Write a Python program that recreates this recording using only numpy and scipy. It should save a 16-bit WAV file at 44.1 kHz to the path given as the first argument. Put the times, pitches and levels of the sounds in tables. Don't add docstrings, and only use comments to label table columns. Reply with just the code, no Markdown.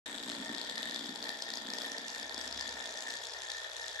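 import sys
import numpy as np
from scipy import signal
from scipy.io import wavfile
from scipy.ndimage import uniform_filter1d

SR = 44100
rng = np.random.default_rng(int(sys.argv[2]) if len(sys.argv) > 2 else 0)


def master(y):
    cut = np.clip(np.atleast_2d(y).T, -1, 1)
    pcm = np.round(cut * 32767)
    wavfile.write(sys.argv[1], SR, pcm.astype(np.int16))


N = 176400
T = np.arange(N) / SR
TURN_HZ, LANDING_TURNS = 60.6, .22
TICK_RISE_S = 0.000082

# time_s, level_db
FEET_ENVELOPE = [(0.06, -60.5), (0.49, -48.5), (0.87, -54.5), (1.01, -49), (1.13, -54), (1.54, -49.5),
                 (1.63, -56), (1.93, -46), (2.02, -57), (2.11, -45), (2.24, -49.5), (2.45, -50.5),
                 (2.7, -46.5), (3.16, -46), (3.35, -47), (3.58, -46.5), (3.7, -51), (3.83, -44),
                 (3.99, -50)]
# freq_hz, left_db, right_db
FEET_NEAR_COLOUR = [(100, -42, -32), (1490, -15.5, -5), (2730, -24.5, -37), (3310, 10.5, 5),
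                    (4100, -17, -14), (4980, 5.5, 5), (5600, -0.5, -13), (7500, 0.5, -12),
                    (10300, -12, -30), (15300, -26, -46)]
# freq_hz, left_db, right_db
KNOCK_COLOUR = [(60, -37, -36), (272, -25, -17), (383, -11, -4.5), (454, 1, 2), (560, -1.5, -0.5),
                (650, 4.5, 2.5), (764, -0.5, -1), (920, 2, 1.5), (1220, -14.5, -11.5), (1320, -7.5, -5),
                (2500, -7, -9), (5960, -74, -33)]


def amp(db):
    return 10 ** (np.asarray(db) / 20)


def unit(x):
    return x / np.sqrt(np.mean(x ** 2) + 1e-20)


def wander(rate_hz):
    return unit(signal.resample(rng.standard_normal(int(rate_hz * N / SR)), N))


def level(envelope):
    return amp(np.interp(T, *np.transpose(envelope)))


def at_hz(table, hz):
    table_hz, *columns = np.transpose(table)
    return np.array([np.interp(np.log(hz + 1), np.log(table_hz + 1), column) for column in columns])


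def convolve(x, response):
    return signal.oaconvolve(np.atleast_2d(x) * np.ones((2, 1)), response, axes=1)[:, :N]


def body(colour, ripple_db=0, size=2048):
    hz = np.fft.rfftfreq(size, 1 / SR)
    ripple = unit(uniform_filter1d(uniform_filter1d(rng.standard_normal(len(hz)), size=40), size=24))
    log_gain = np.log(amp(at_hz(colour, hz) + ripple_db * ripple * np.minimum(hz / 3000, 1)))
    mirrored = np.concatenate([log_gain, log_gain[:, -2:0:-1]], 1)
    return np.fft.ifft(np.exp(np.conj(signal.hilbert(mirrored)))).real


def ringing(modes):
    t = T[:SR // 3]
    ring = sum(amp(db - 60 * t / t60_s) * np.exp(2j * np.pi * hz * t) for hz, db, t60_s in modes)
    return ring * (1 - np.exp(-t / .001))


def add(mix, at, sound):
    part = mix[:, at:at + sound.shape[1]]
    part += sound[:, :part.shape[1]]


def strikes(phase_turns, spread_turns, scatter_db, turn_db, count):
    turns = np.arange(int(N / SR * TURN_HZ) + 1)[:, None]
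    jitter, click_force = rng.standard_normal((2, len(turns), count))
    turn_force = np.clip(rng.standard_normal(turns.shape), -1.7, 1.7)
    click_force = np.clip(click_force, -1.8, 1.8)
    start_s = (turns + LANDING_TURNS + phase_turns + spread_turns * jitter) / TURN_HZ
    at = np.round(start_s * SR).astype(int)
    force = amp(scatter_db * click_force + turn_db * turn_force) * rng.choice([-1, 1], at.shape)
    return unit(np.bincount(at.ravel() % N, force.ravel(), N))


def rattle(clicks, colour, ripple_db, width, points=6):
    point, out = rng.integers(0, points, N), np.zeros((2, N))
    for k in range(points):
        left = clicks * (point == k)
        scrambled = np.roll(left * rng.choice([-1, 1], N), rng.integers(-6, 7))
        right = np.sqrt(1 - width) * left + np.sqrt(width) * scrambled
        out += convolve([left, right], body(colour, ripple_db))
    return unit(out)


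def tick(hz, rise_s, ring_s):
    t = T[:256]
    envelope = (1 - np.exp(-t / rise_s)) ** 2 * np.exp(-t / ring_s)
    wave = envelope * np.sin(2 * np.pi * hz * t - np.array([[0], [.6]]))
    return wave / np.linalg.norm(wave[0])


def sprinkle(clicks, pitch_curve, log_spread, ring_s):
    pitch_hz, out = np.interp(T, *np.transpose(pitch_curve)), np.zeros((2, N))
    detune = np.exp(log_spread * np.clip(rng.standard_normal(N), -1.7, 1.7))
    for at in np.flatnonzero(clicks):
        add(out, at, clicks[at] * tick(pitch_hz[at] * detune[at], TICK_RISE_S, ring_s))
    return out


def feet():
    # freq_hz, left_db, right_db
    far_colour = [(100, -49, -31), (1510, -43, -16.5), (2760, -6, 4.5), (3450, 6.5, -1), (4300, 10.5, -7),
                  (5000, -7, 5.5), (5950, -2.5, 0.5), (7150, 8, 1.5), (8000, -8, -23), (10500, -2.5, -22),
                  (14700, -63, -36)]
    landings = strikes(phase_turns=0, spread_turns=.06, scatter_db=3, turn_db=5, count=3)
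    bounces = strikes(phase_turns=-.05, spread_turns=.19, scatter_db=2, turn_db=5, count=3)
    clicks = landings + amp(-8) * bounces
    away = np.interp(T, [.62, 2.1], [0, 1])
    near = rattle(clicks, FEET_NEAR_COLOUR, ripple_db=-2, width=.58)
    far = amp(-1) * rattle(clicks, far_colour, ripple_db=-.5, width=.42)
    return amp(-3.5) * level(FEET_ENVELOPE) * (np.sqrt(1 - away) * near + np.sqrt(away) * far)


def patter():
    # time_s, pitch_hz
    pitch_curve = [(0, 4300), (1.2, 4600), (2.0, 5250), (3.0, 5580), (4.0, 5100)]
    tight = strikes(phase_turns=0, spread_turns=.083, scatter_db=-1, turn_db=4.5, count=1)
    stray = strikes(phase_turns=.03, spread_turns=.2, scatter_db=3, turn_db=3, count=2)
    ticks = sprinkle(tight + amp(6.5) * stray, pitch_curve, log_spread=.14, ring_s=.00051)
    return amp(-5.5) * level(FEET_ENVELOPE) * unit(ticks * amp([[0], [-6]]))


def pings():
    # time_s, level_db
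    envelope = [(0.06, -61), (0.33, -58), (0.6, -70), (0.88, -66), (1.1, -75), (1.3, -67), (1.5, -78),
                (1.85, -64), (2.04, -81), (2.16, -67), (2.6, -79), (4.0, -72)]
    # time_s, pitch_hz
    pitch_curve = [(0, 7800), (.72, 8000), (.8, 10900), (1.8, 11500), (2.3, 11100), (4.0, 10200)]
    clicks = strikes(phase_turns=-.4, spread_turns=.05, scatter_db=2.5, turn_db=4, count=2)
    ticks = sprinkle(clicks, pitch_curve, log_spread=.05, ring_s=.0003)
    return level(envelope) * unit(ticks * amp([[0], [-8]]))


def mount():
    # time_s, level_db
    buzz_envelope = [(0.06, -46), (0.2, -49.5), (0.5, -48), (0.61, -51), (0.77, -48), (1.04, -50.5),
                     (1.12, -53), (1.27, -49), (1.36, -51.5), (1.95, -49.5), (2.03, -53.5), (2.42, -49.5),
                     (3.0, -53), (3.13, -49), (3.29, -53.5), (3.62, -49.5), (3.72, -53.5), (3.99, -50)]
    sizzle_envelope = [(0.06, -52), (0.45, -58.5), (0.61, -71), (0.73, -56.5), (1.11, -65), (1.27, -64),
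                       (1.52, -69), (1.86, -62), (2.05, -69), (2.16, -54), (2.34, -85), (2.41, -53),
                       (2.5, -69), (3.08, -58.5), (3.37, -67), (3.99, -62.5)]
    # freq_hz, left_db, right_db
    buzz_colour = [(101, -31, -45), (1260, -4, 1), (1600, -4, 3), (2330, -8, -4.5), (2830, -0.5, -8),
                   (3210, 2.5, -7), (3370, 10.5, -2), (3500, 5.5, 1.5), (3970, 6.5, 1), (4740, -13, -15),
                   (6840, -10, -12.5), (7900, -9, -14), (9800, -14, -48), (10800, -26.5, -9.5),
                   (12950, -15, -53), (14600, -47, -71)]
    sizzle_colour = [(100, -13, -16), (3000, 6, 2), (6700, 3.5, 0), (7860, 12.5, -13), (10000, -14.5, -20),
                     (10770, -1, -14), (12700, -8.5, -11), (13100, -6, -23), (14300, -50, -53)]
    upswing = strikes(phase_turns=-.38, spread_turns=.08, scatter_db=4, turn_db=3, count=7)
    landing = strikes(phase_turns=.02, spread_turns=.1, scatter_db=4, turn_db=3.5, count=6)
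    fine = strikes(phase_turns=-.4, spread_turns=.06, scatter_db=3, turn_db=5, count=3)
    buzz = rattle(upswing + amp(-.5) * landing, buzz_colour, ripple_db=4.5, width=.96)
    sizzle = rattle(fine + amp(-5) * landing, sizzle_colour, ripple_db=3, width=1)
    return amp(1.1) * level(buzz_envelope) * buzz + amp(3.5) * level(sizzle_envelope) * sizzle


def frame():
    # freq_hz, level_db, t60_s
    modes = [(1820.5, 13.5, 0.062), (1758, 6.5, 0.046)]
    # time_s, level_db
    envelope = [(0.06, -48), (0.27, -53), (0.5, -50), (0.62, -53), (0.77, -45.5), (1.11, -54), (1.27, -46),
                (1.41, -52.5), (1.66, -51.5), (1.88, -45), (2.07, -52.5), (2.15, -50), (2.34, -50),
                (2.41, -44.5), (2.5, -50.5), (2.72, -47.5), (3.01, -47.5), (3.09, -42.5), (3.23, -54),
                (3.52, -45), (3.72, -51.5), (3.86, -43.5), (3.92, -56), (3.99, -41.5)]
    wander_hz, sag_hz_per_s = 9, 8
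    clicks = strikes(phase_turns=-.38, spread_turns=.08, scatter_db=2, turn_db=3, count=2)
    right_only = strikes(phase_turns=-.33, spread_turns=.104, scatter_db=2.5, turn_db=4, count=3)
    shift_hz = wander_hz * wander(rate_hz=30) - sag_hz_per_s * (T - T.mean())
    ears = np.array([[1], [amp(-3) * np.exp(-1.96j)]])
    ring = convolve([clicks, clicks + .5 * right_only], ringing(modes) * ears)
    ring *= np.exp(2j * np.pi * np.cumsum(shift_hz) / SR)
    return amp(-.16) * level(envelope) * unit(ring.imag)


def chassis():
    # time_s, level_db
    knock_envelope = [(0.06, -53), (0.13, -56), (0.41, -52), (1.13, -55), (1.21, -51.5), (1.4, -54.5),
                      (1.63, -54.5), (1.87, -51.5), (2.07, -52.5), (2.39, -51.5), (2.49, -54), (2.82, -51),
                      (3.21, -54), (3.99, -54)]
    thud_envelope = [(0.06, -52.5), (0.53, -50.5), (0.66, -60.5), (0.88, -52), (1.15, -53.5), (1.5, -63),
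                     (1.58, -53.5), (2.21, -61.5), (2.83, -62), (3.0, -68.5), (3.12, -61), (3.21, -79),
                     (3.45, -76), (3.54, -79.5), (3.64, -103), (3.8, -75.5), (3.99, -87)]
    # freq_hz, left_db, right_db
    thud_colour = [(30, -43, -33), (118, -27, -28.5), (168.6, -12.5, -15), (225.5, -0.5, 0),
                   (295, -4.5, -4.5), (337, -7.5, -5.5), (370, -8.5, -12.5), (844, -32, -23),
                   (3870, -83, -72)]
    # freq_hz, level_db, t60_s
    boom_modes = [(226.2, 0, 0.42), (264, 0, 0.22), (198, -7, 0.21), (292.4, 4, 0.1)]
    landing = strikes(phase_turns=-.05, spread_turns=.13, scatter_db=2, turn_db=2, count=5)
    upswing = strikes(phase_turns=-.42, spread_turns=.1, scatter_db=1, turn_db=-.2, count=4)
    box_hits = strikes(phase_turns=-.061, spread_turns=.12, scatter_db=5, turn_db=.5, count=3)
    boom = amp(-8) * unit(convolve(box_hits, ringing(boom_modes).imag[None]))
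    thuds = amp(-.3) * rattle(box_hits, thud_colour, ripple_db=4, width=.026, points=2)
    knocks = rattle(landing + amp(-2.5) * upswing, KNOCK_COLOUR, ripple_db=-1, width=.039, points=3)
    return amp(-.28) * level(knock_envelope) * knocks + level(thud_envelope) * (thuds + boom)


def hum():
    # freq_hz, level_db, unsteady_share
    partials = [(65.5, 0, .3), (100.6, -8, .9)]
    # time_s, level_db
    drone_envelope = [(.06, -80), (.8, -71.5), (1.4, -86), (2.1, -85), (2.25, -67.5), (2.65, -60),
                      (2.85, -67), (3.0, -79), (3.2, -73), (4, -69.5)]
    disc_envelope = [(0, -94), (1.2, -81), (1.6, -86), (2.9, -81), (3.2, -84), (4.0, -91)]
    drone = 0
    for hz, db, unsteady in partials:
        flutter = (wander(rate_hz=14) + 1j * wander(rate_hz=14)) / np.sqrt(2)
        tone = np.exp(2j * np.pi * (hz * T + rng.random()))
        drone += amp(db) * ((1 - unsteady + unsteady * flutter) * tone).real
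    disc = level(disc_envelope) * unit(np.sin(2 * np.pi * TURN_HZ * T))
    return (amp(-3.5) * level(drone_envelope) * unit(drone) + disc) * amp([[1.2], [-1.2]])


def room_tone():
    # freq_hz, left_db, right_db
    colour = [(20, -2, 2), (69.5, -5, -5), (103, 7, 2), (141, -1, 1), (400, -24, -41), (2020, 4, 8),
              (15000, -27, -31)]
    noise = rng.standard_normal(N) + .8 * rng.standard_normal((2, N))
    return amp(-68.5) * unit(convolve(noise, body(colour)))


def room(x):
    # freq_hz, t60_s
    decay = [(100, 0.31), (1000, 0.53), (4000, 0.44), (14000, 0.066)]
    size = SR // 2
    echoes = rng.standard_normal((2, size)) * (rng.random((2, size)) < .1) * (T[:size] > .004)
    hz, t, spectrum = signal.stft(echoes, SR, nperseg=256)
    tail = signal.istft(spectrum * amp(-60 * t / at_hz(decay, hz).T), SR, nperseg=256)[1]
    tail[1] += signal.sosfilt(signal.butter(1, 600, fs=SR, output="sos"), tail[0] - tail[1])
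    return convolve(x, tail / np.linalg.norm(tail[0]))


def taps():
    # start_s, level_db, pitch_hz
    landings = [(0.1833, -14.5, 3750), (0.2, -21, 3970), (0.2368, -15, 4340), (0.2846, -16.5, 4000),
                (0.299, -10, 3800), (0.318, -13, 4150), (0.3508, -14.5, 4170.0), (0.3851, -20, 3600),
                (0.5484, -12, 4100), (0.582, -10.5, 4250.0), (0.6146, -7.5, 4230), (0.6486, -15.5, 4760),
                (0.6674, -17.5, 3900), (0.697, -9.5, 4100.0), (0.7117, -14, 4450), (0.7562, -13, 3830.0),
                (0.7798, -8.5, 4070), (0.7987, -18, 4410.0), (0.83, -9, 3900), (0.874, -18, 3680),
                (0.8966, -12.5, 3900), (0.911, -12.9, 3870.0), (0.9455, -10, 4850), (0.9611, -9.5, 4050),
                (0.9927, -15, 4140.0), (1.042, -16, 3780), (1.0604, -15.5, 5000), (1.092, -13.5, 4300),
                (1.1593, -12, 4500), (1.2266, -12, 4640), (1.241, -11, 4320), (1.256, -18, 4300),
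                (1.2923, -7.5, 4350), (1.387, -24, 4530), (1.4227, -7.5, 4640), (1.503, -11, 4400),
                (1.5207, -24, 4310), (1.5376, -10, 4700), (1.5557, -13, 6500), (1.5724, -8.5, 5000),
                (1.67, -14.5, 4600), (1.7024, -10, 4540), (1.736, -8.5, 5260), (1.785, -10, 4620.0),
                (1.8191, -11.5, 4820), (1.9177, -12.5, 5640), (1.982, -11.5, 4740), (2.102, -16.5, 5950),
                (2.2294, -15, 4940), (2.295, -13, 4630), (2.3445, -11, 4750), (2.379, -10.5, 4900),
                (2.413, -11, 5030), (2.4768, -12.5, 5200), (2.526, -12, 4950), (2.5752, -12.5, 5570),
                (2.61, -7, 4860), (2.6254, -16, 4600), (2.692, -11, 4870), (2.8428, -25, 4600),
                (2.862, -20, 4760), (2.9727, -11.5, 5600), (3.104, -13, 4310.0), (3.1383, -18, 4350),
                (3.154, -14.9, 5130), (3.2174, -26, 4870), (3.2694, -15, 5300), (3.337, -19, 5050),
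                (3.4994, -17, 4700), (3.5165, -18, 4640), (3.57, -19, 4760), (3.914, -18.5, 4400)]
    bounce_s, bounce_db, jolt_decay_s = .001708, -13.5, .002
    t = T[:512]
    crack = amp(-18) * tick(hz=8500, rise_s=TICK_RISE_S, ring_s=.00007)
    ticks, blows, jolts = np.zeros((3, 2, N))
    for start_s, level_db, pitch_hz in landings:
        at = round(start_s * SR)
        tip = tick(pitch_hz, rise_s=.00026, ring_s=.00026)
        add(ticks, at, amp(level_db) * (tip + crack))
        add(ticks, round((start_s + bounce_s) * SR), amp(level_db + bounce_db) * tip)
        blows[:, at] = amp(level_db)
        jolt = rng.standard_normal((2, len(t))) * np.exp(-t / jolt_decay_s)
        add(jolts, at, amp(level_db) * jolt / np.linalg.norm(jolt[0]))
    wood, sticks = body(FEET_NEAR_COLOUR), body(KNOCK_COLOUR)
    loose = amp(-8.5) * convolve(jolts, wood / np.linalg.norm(wood[0]))
    knock = amp(-15) * convolve(blows, sticks / np.linalg.norm(sticks[0]))
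    return amp(-2.4) * ticks * amp([[0], [-8.5]]) + knock + loose


def scene():
    toy = feet() + patter() + pings() + taps() + mount() + frame() + chassis()
    return toy + amp(-8.5) * room(toy) + hum() + room_tone()


def record(dry):
    start_s, cutoff_hz = .059, 15300
    lowpass = signal.firwin(301, cutoff_hz, window=("kaiser", 9), fs=SR)
    return signal.oaconvolve(dry * (T > start_s), lowpass[None], "same", axes=1)


dry = scene()
out = record(dry)
master(out)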